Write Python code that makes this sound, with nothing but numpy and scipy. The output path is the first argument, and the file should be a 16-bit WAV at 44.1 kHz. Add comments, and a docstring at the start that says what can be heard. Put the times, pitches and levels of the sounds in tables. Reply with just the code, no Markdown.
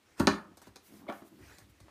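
"""A cardboard box under the hands, in a small room: the lid buckles, its tape snaps, a dull knock follows.
Each blow is a filtered thud, a clack of random ticks, ringing modes and a tape crack with splinters and fizz.
Lighter picks of fingernails use the same sources; soft bumps of the lid are low damped modes.
Hands and sleeves rub the board as grainy, patchy noise; the crushing flutes crunch in the same way.
Coloured noise is the quiet air; a decaying noise tail is the room, and a near wall repeats the tape."""
import sys
import numpy as np
from scipy import signal
from scipy.fft import rfft, irfft, next_fast_len
from scipy.io import wavfile
from scipy.ndimage import uniform_filter1d

SR = 44100
rng = np.random.default_rng(int(sys.argv[2]) if len(sys.argv) > 2 else 0)


def generate_wav(sig):
    """Save sig (samples, or channels by samples) to the path in sys.argv[1] as 16-bit PCM at SR."""
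    pcm = np.round(np.clip(np.atleast_2d(sig).T, -1, 1) * 32767).astype(np.int16)
    wavfile.write(sys.argv[1], SR, pcm)


N = 83790
T = np.arange(SR // 2) / SR  # time axis of one event, s

# Spectrum of the quiet air: f/Hz, relative level/dB
AIR_SPECTRUM = [(25, -8.5), (90, 18.5), (150, 2), (300, 13), (500, 4.5), (1500, 0.5), (3000, -1),
                (8000, -9), (15000, -15)]
# Decay of the small room: f/Hz, t60/s
ROOM_DECAY = [(80, 0.35), (250, 0.5), (600, 0.38), (1500, 0.38), (2600, 0.26), (6000, 0.2), (14000, 0.4)]
# Contact sound sent into the room tail: f/Hz, level/dB
ROOM_SEND_SPECTRUM = [(60, -11.5), (150, -5.5), (300, -15.5), (450, -12.5), (600, -8.5), (1500, -4.5),
                      (5000, -3.5), (12000, -7)]
# Strokes of sleeves, of scraping hands and of dragging hands: peak t/s, rise/s, fall/s, level/dB
SLEEVE_STROKES = [(.675, 0.011, 0.012, -65), (.872, 0.034, 0.027, -61), (.97, 0.092, 0.048, -63.5),
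                  (1.17, 0.082, 0.057, -63.5), (1.28, 0.029, 0.012, -64.5), (1.53, 0.39, 0.14, -71.5),
                  (1.7, 0.009, 0.017, -68)]
SCRAPE_STROKES = [(.196, 0.02, 0.0073, -51.5), (.11, 0.073, 0.14, -69), (.66, 0.057, 0.039, -63),
                  (1.0, 0.13, 0.04, -66.5), (1.49, .09, 0.075, -58.5), (1.59, 0.11, 0.058, -62.5),
                  (1.89, 0.21, 0.045, -70)]
DRAG_STROKES = [(.49, 0.0099, .015, -57), (.525, 0.023, 0.026, -54.5), (.935, 0.042, 0.027, -57.5),
                (1.01, 0.069, 0.14, -54), (1.245, 0.0083, 0.031, -54), (1.33, 0.019, 0.062, -58.5),
                (1.395, 0.018, 0.063, -55), (1.56, 0.078, 0.14, -64.5), (1.85, 0.034, 0.043, -62.5)]
# The flutes of the board crush under the knock: peak t/s, rise/s, fall/s, level/dB
CRUNCH_STROKES = [(1.092, 0.0083, 0.011, -37)]
# Spectra of these frictions: f/Hz, relative level/dB
SLEEVE_SPECTRUM = [(500, -1), (2500, 2), (5000, -1.5), (10000, 1), (13000, 3), (15000, 0)]
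SCRAPE_SPECTRUM = [(200, -6), (600, -8.5), (1000, -10), (1600, -6), (2200, -8), (3000, -15), (5000, -14.5),
                   (9000, -20), (15000, -27.5)]
DRAG_SPECTRUM = [(50, -28.5), (130, -10), (205, 2), (240, -3), (300, 3.5), (390, -6), (460, -14.5),
                 (700, -15.5), (1200, -21), (2500, -46), (8000, -54)]
CRUNCH_SPECTRUM = [(60, -48), (200, -21.5), (600, 21), (1100, 0.5), (1700, -7), (2200, 12), (2700, -9),
                   (3400, -2), (4300, -10), (5200, -24), (12000, -38)]
# Modes of the lid, the hollow box and the stiff board: f/Hz, relative level/dB, t60/s
LID_MODES = [(65, 3.5, 0.25), (99.7, 15, 0.1), (128.2, 1.5, .14)]
BOX_MODES = [(206, -3, .36), (280.6, 5.5, 0.21), (318, -3.5, 0.18), (331.8, -3.5, 0.29), (387.2, 1, 0.23)]
BOARD_MODES = [(531.4, -1, 0.14), (592, -8.5, 0.15), (627, -3, .2), (781.4, 1, 0.15), (974, -3, 0.23),
               (1112, 2, 0.18), (1168.6, -1.5, 0.19), (1216, -6, .2), (1378, -1.5, 0.17), (1423, -2, 0.13),
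               (1507, 3, .13), (1620, -3.5, 0.2), (1725, -6, 0.22), (2530, -11, .12)]
# Spectra of a push on the box wall, the board's clack, the tape's crack and its fizz:
# f/Hz, relative level/dB
THUD_SPECTRUM = [(50, -37.5), (130, -19.5), (175, -4), (210, 2), (280, -3), (340, -3.5), (400, 3),
                 (450, -16.5), (600, -22), (1500, -55), (4000, -81.5)]
CLACK_SPECTRUM = [(100, -31), (220, -11.5), (390, 0), (455, -5.5), (550, 0), (790, 0), (890, -1.5),
                  (1150, -0.5), (1500, -4.5), (1830, -6), (2020, -14), (2300, -14.5), (2600, -9),
                  (3500, -8.5), (8000, -48)]
CRACK_SPECTRUM = [(60, -70.5), (400, 3), (1500, -22), (2500, -2.5), (3000, -31.5), (3500, -4), (4500, -2.5),
                  (5600, -6.5), (6600, -4.5), (7400, -16.5), (9000, -12), (15000, -24)]
FIZZ_SPECTRUM = [(200, -69), (1500, -18), (3500, -6.5), (4600, -2), (5400, -4.5), (7200, -3), (8700, 1),
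                 (10300, -7.5), (11600, -3), (13300, -7.5), (15000, -9)]
# The lid flexes under the hands: t/s, level/dB
LID_FLEXES = [(0.203, -29.5), (0.228, -34), (0.286, -39), (.515, -63.5), (0.685, -57.5), (1.406, -51),
              (1.449, -56), (1.493, -57), (1.619, -55), (1.696, -57.5), (1.811, -52)]
# Nail picks and light touches: t/s, thud level/dB, board level/dB before the trims below,
# crack level/dB, fizz level/dB, length of the slip/s
NAIL_PICKS = [(0.1959, -68, -42.5, -50, -40, .002), (0.229, -31, -51, -68.5, -68, 0.0039),
              (0.571, -61, -61.5, -56.5, -57, .015), (0.617, -61, -58.5, -82, -56, .016),
              (0.6704, -49.5, -58, -60.5, -73, 0.015), (0.758, -55.5, -56, -47, -58.5, 0.009),
              (1.067, -62, -58, -82, -84.5, .004), (1.0987, -51.5, -37.5, -59.5, -71, 0.0032),
              (1.122, -78, -46, -57, -74, 0.0073), (1.22, -48, -58.5, -67.5, -80, 0.013),
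              (1.5846, -72.5, -64.5, -54.5, -56.5, 0.001), (1.802, -61.5, -64.5, -60.5, -63, 0.015),
              (1.882, -80, -59.5, -67, -84.5, 0.0085)]
# Loud blows: t/s, thud level/dB, thud dull above f/Hz, board level/dB before the trims below,
# board dull above f/Hz, crack level/dB, crack dull above f/Hz, splinter peak over the snap/dB, fizz level/dB
LOUD_BLOWS = [(0.1994, -20, 290, -29, 1630, -36.5, 9000, -6, -46),
              (0.2715, -16.5, 520, -20, 2220, -19.5, 7000, -12, -45),
              (1.0898, -37, 500, -40.5, 1050, -56, 2900, 0, -64)]

AIR_DB = -68
CLACK_TRIM_DB, BOARD_RING_TRIM_DB = 2.5, -5  # both on the board level
BOX_RING_TRIM_DB = -6.5  # on the thud level
CLACK_T60_S, FIZZ_T60_S, SPLINTER_T60_S = 0.048, 0.07, 0.01
THUD_LAG_S = 0.0024  # the box wall moves just after the contact
BLOW_RISE_S, TOUCH_RISE_S, FLEX_RISE_S = 0.0021, 0.00035, 0.012
TOUCH_THUD_HZ, TOUCH_BOARD_HZ, TOUCH_TAPE_HZ = 420, 1430, 11000  # dull above these
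WALL_DELAY_S, WALL_DB = 0.0066, -9  # a path about 2.3 m longer than the direct one
LOW_CUT_HZ, TOP_HZ = 34, 15500


def amp(db):
    """Amplitude of a level in dB."""
    return 10 ** (np.asarray(db) / 20)


def unit(x):
    """Scale to rms 1."""
    return x / np.sqrt(np.mean(x ** 2) + 1e-20)


def burst(x, seconds):
    """Scale to the energy of an rms-1 sound of that length."""
    return unit(x) * np.sqrt(seconds * SR / len(x))


def fade(t60):
    """Exponential decay by 60 dB in t60 seconds."""
    return np.exp(-np.log(1000) * T / t60)


def swell(rise):
    """Exponential approach to full level."""
    return 1 - np.exp(-T / rise)


def along(points, hz):
    """Interpolate (f, value) points on a log frequency axis."""
    f, value = np.transpose(points)
    return np.interp(np.log(hz + 1), np.log(f + 1), value)


def colour(x, spectrum):
    """Causal minimum-phase filter with the given spectrum."""
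    gain = amp(along(spectrum, np.fft.rfftfreq(2 ** 12, 1 / SR)))
    # Folding the cepstrum onto positive time makes the filter causal.
    cepstrum = irfft(np.log(gain))
    half = len(cepstrum) // 2
    cepstrum[1:half] *= 2
    cepstrum[half + 1:] = 0
    response = irfft(np.exp(rfft(cepstrum)))
    return signal.fftconvolve(x, response)[:len(x)]


def dull(x, hz):
    """A softer contact loses its treble through a low-pass."""
    return signal.lfilter(*signal.butter(2, min(hz, SR / 3), fs=SR), x)


def add(track, s, x):
    """Mix x into the track at time s."""
    part = track[..., round(s * SR):][..., :len(T)]
    part += x[..., :part.shape[-1]]


def air():
    """Quiet air of the place: steady coloured noise."""
    return amp(AIR_DB) * unit(colour(rng.standard_normal(N), AIR_SPECTRUM))


def room(x):
    """The small room's tail builds quickly, then each band of noise decays at its own rate."""
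    hz, t, z = signal.stft(rng.standard_normal(len(T)), SR, nperseg=256)
    decay = np.exp(-np.log(1000) * t / along(ROOM_DECAY, hz)[:, None])
    tail = signal.istft(z * decay, SR, nperseg=256)[1][:len(T)]
    tail *= 1 - np.exp(-(T / 0.0033) ** 2)
    return signal.fftconvolve(x, tail / np.linalg.norm(tail))[:N]


def near_wall(direct):
    """A near wall returns one later, weaker copy."""
    echo = np.pad(direct, (round(WALL_DELAY_S * SR), 0))[:len(T)]
    return direct + amp(WALL_DB) * echo


def rub(strokes, spectrum, rough_db, patchy_db):
    """Grainy friction of shifting colour that swells and fades with each stroke."""
    t = np.arange(N) / SR
    power = np.zeros(N)
    for s, rise, fall, db in strokes:
        width = np.where(t < s, rise, fall)
        power += amp(db) ** 2 * np.exp(-2 * ((t - s) / width) ** 2)
    # Fast random level steps make the grain.
    grain = amp(rough_db * unit(uniform_filter1d(rng.standard_normal(N), size=40)))
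    z = signal.stft(grain * rng.standard_normal(N), nperseg=512)[2]
    # Smooth patches in frequency and time make the colour shift.
    patches = uniform_filter1d(rng.standard_normal(z.shape), size=4, axis=0)
    patches = uniform_filter1d(patches, size=6, axis=1)
    friction = signal.istft(z * amp(patchy_db * unit(patches)), nperseg=512)[1][:N]
    return np.sqrt(power) * unit(colour(friction, spectrum))


def rubbing():
    """Hands and sleeves pass over the cardboard."""
    sleeves = rub(SLEEVE_STROKES, SLEEVE_SPECTRUM, rough_db=-0.5, patchy_db=1.5)
    scrapes = rub(SCRAPE_STROKES, SCRAPE_SPECTRUM, rough_db=0.5, patchy_db=3.5)
    drags = rub(DRAG_STROKES, DRAG_SPECTRUM, rough_db=4, patchy_db=2.0)
    return sleeves + scrapes + drags


def ring(modes, scatter_db):
    """Damped sine modes, their levels a little different at each contact."""
    total = np.zeros(len(T))
    for hz, db, t60 in modes:
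        level = amp(db + scatter_db * rng.standard_normal())
        total += level * fade(t60) * np.sin(2 * np.pi * hz * T)
    return total


def ticks(rate):
    """Sparse tiny fractures of random size, at a mean rate per second."""
    return rng.standard_normal(len(T)) * (rng.random(len(T)) < rate / SR)


def flexes():
    """Soft low bumps as the lid's modes swell and die."""
    out = np.zeros(N)
    for s, db in LID_FLEXES:
        bump = ring(LID_MODES, scatter_db=0.5) * swell(FLEX_RISE_S)
        add(out, s, amp(db) * burst(bump, 0.015))
    return out


def crunch():
    """The flutes crush under the knock with a rough, patchy friction."""
    return rub(CRUNCH_STROKES, CRUNCH_SPECTRUM, rough_db=4, patchy_db=4.5)


def cardboard(thud_db, thud_hz, board_db, board_hz, rise):
    """Two rows: the short thud and clack of a contact, and the ringing of box and board after it."""
    onset = swell(rise)
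    push = signal.unit_impulse(len(T), round(THUD_LAG_S * SR))
    thud = burst(dull(colour(push, THUD_SPECTRUM), thud_hz), 0.0049)
    clack = burst(colour(ticks(12000) * fade(CLACK_T60_S), CLACK_SPECTRUM), 0.013)
    clack = dull(onset * clack, board_hz)
    box = burst(onset * ring(BOX_MODES, scatter_db=0.5), 0.015)
    board = burst(ring(BOARD_MODES, scatter_db=0.8), 0.024)
    board = dull(onset * board, board_hz)
    contact = amp(thud_db) * thud + amp(board_db + CLACK_TRIM_DB) * clack
    ringing = amp(thud_db + BOX_RING_TRIM_DB) * box + amp(board_db + BOARD_RING_TRIM_DB) * board
    return np.array([contact, ringing])


def tape(crack_db, fizz_db, splinters, dull_hz):
    """One sharp snap, its splinters and the fizz of glue letting go; a near wall repeats it."""
    snap = signal.unit_impulse(len(T))
    crack = dull(burst(colour(snap + splinters, CRACK_SPECTRUM), 0.0035), dull_hz)
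    fizz = burst(colour(ticks(7000) * fade(FIZZ_T60_S), FIZZ_SPECTRUM), 0.0049)
    return near_wall(amp(crack_db) * crack + amp(fizz_db) * fizz)


def picks():
    """A nail catches the tape's edge and slips off in a short run of ticks: contacts and ringing."""
    out = np.zeros((2, N))
    for s, thud_db, board_db, crack_db, fizz_db, length in NAIL_PICKS:
        slips = ticks(1100) * np.exp(-(T / length) ** 2)
        slips *= 3.9 / (np.abs(slips).max() + 1e-12)  # peak relative to the snap
        add(out, s, cardboard(thud_db, TOUCH_THUD_HZ, board_db, TOUCH_BOARD_HZ, TOUCH_RISE_S))
        add(out[0], s, tape(crack_db, fizz_db, slips, TOUCH_TAPE_HZ))
    return out


def blows():
    """The lid buckles, the tape bursts, the box is knocked: contacts and ringing."""
    out = np.zeros((2, N))
    for (s, thud_db, thud_hz, board_db, board_hz,
         crack_db, tape_hz, splinter_db, fizz_db) in LOUD_BLOWS:
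        splinters = ticks(5000) * fade(SPLINTER_T60_S)
        splinters *= amp(splinter_db) / np.abs(splinters).max()
        add(out, s, cardboard(thud_db, thud_hz, board_db, board_hz, BLOW_RISE_S))
        add(out[0], s, tape(crack_db, fizz_db, splinters, tape_hz))
    return out


def scene():
    """Handling noises over the quiet air; only contacts and crunch feed the room tail."""
    contact, ringing = blows() + picks()
    contact = contact + crunch()
    reverb = colour(room(contact), ROOM_SEND_SPECTRUM)
    mix = air() + reverb + rubbing() + flexes() + ringing + contact
    return mix[None]  # one channel


def record(dry):
    """The microphone thins the deepest bass and keeps nothing above its band limit."""
    dry = signal.lfilter(*signal.butter(2, LOW_CUT_HZ, "highpass", fs=SR), dry)
    m = next_fast_len(N + SR // 2)
    passed = np.fft.rfftfreq(m, 1 / SR) < TOP_HZ
    return irfft(rfft(dry, m) * passed, m)[:, :N]


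dry = scene()
out = record(dry)
generate_wav(out)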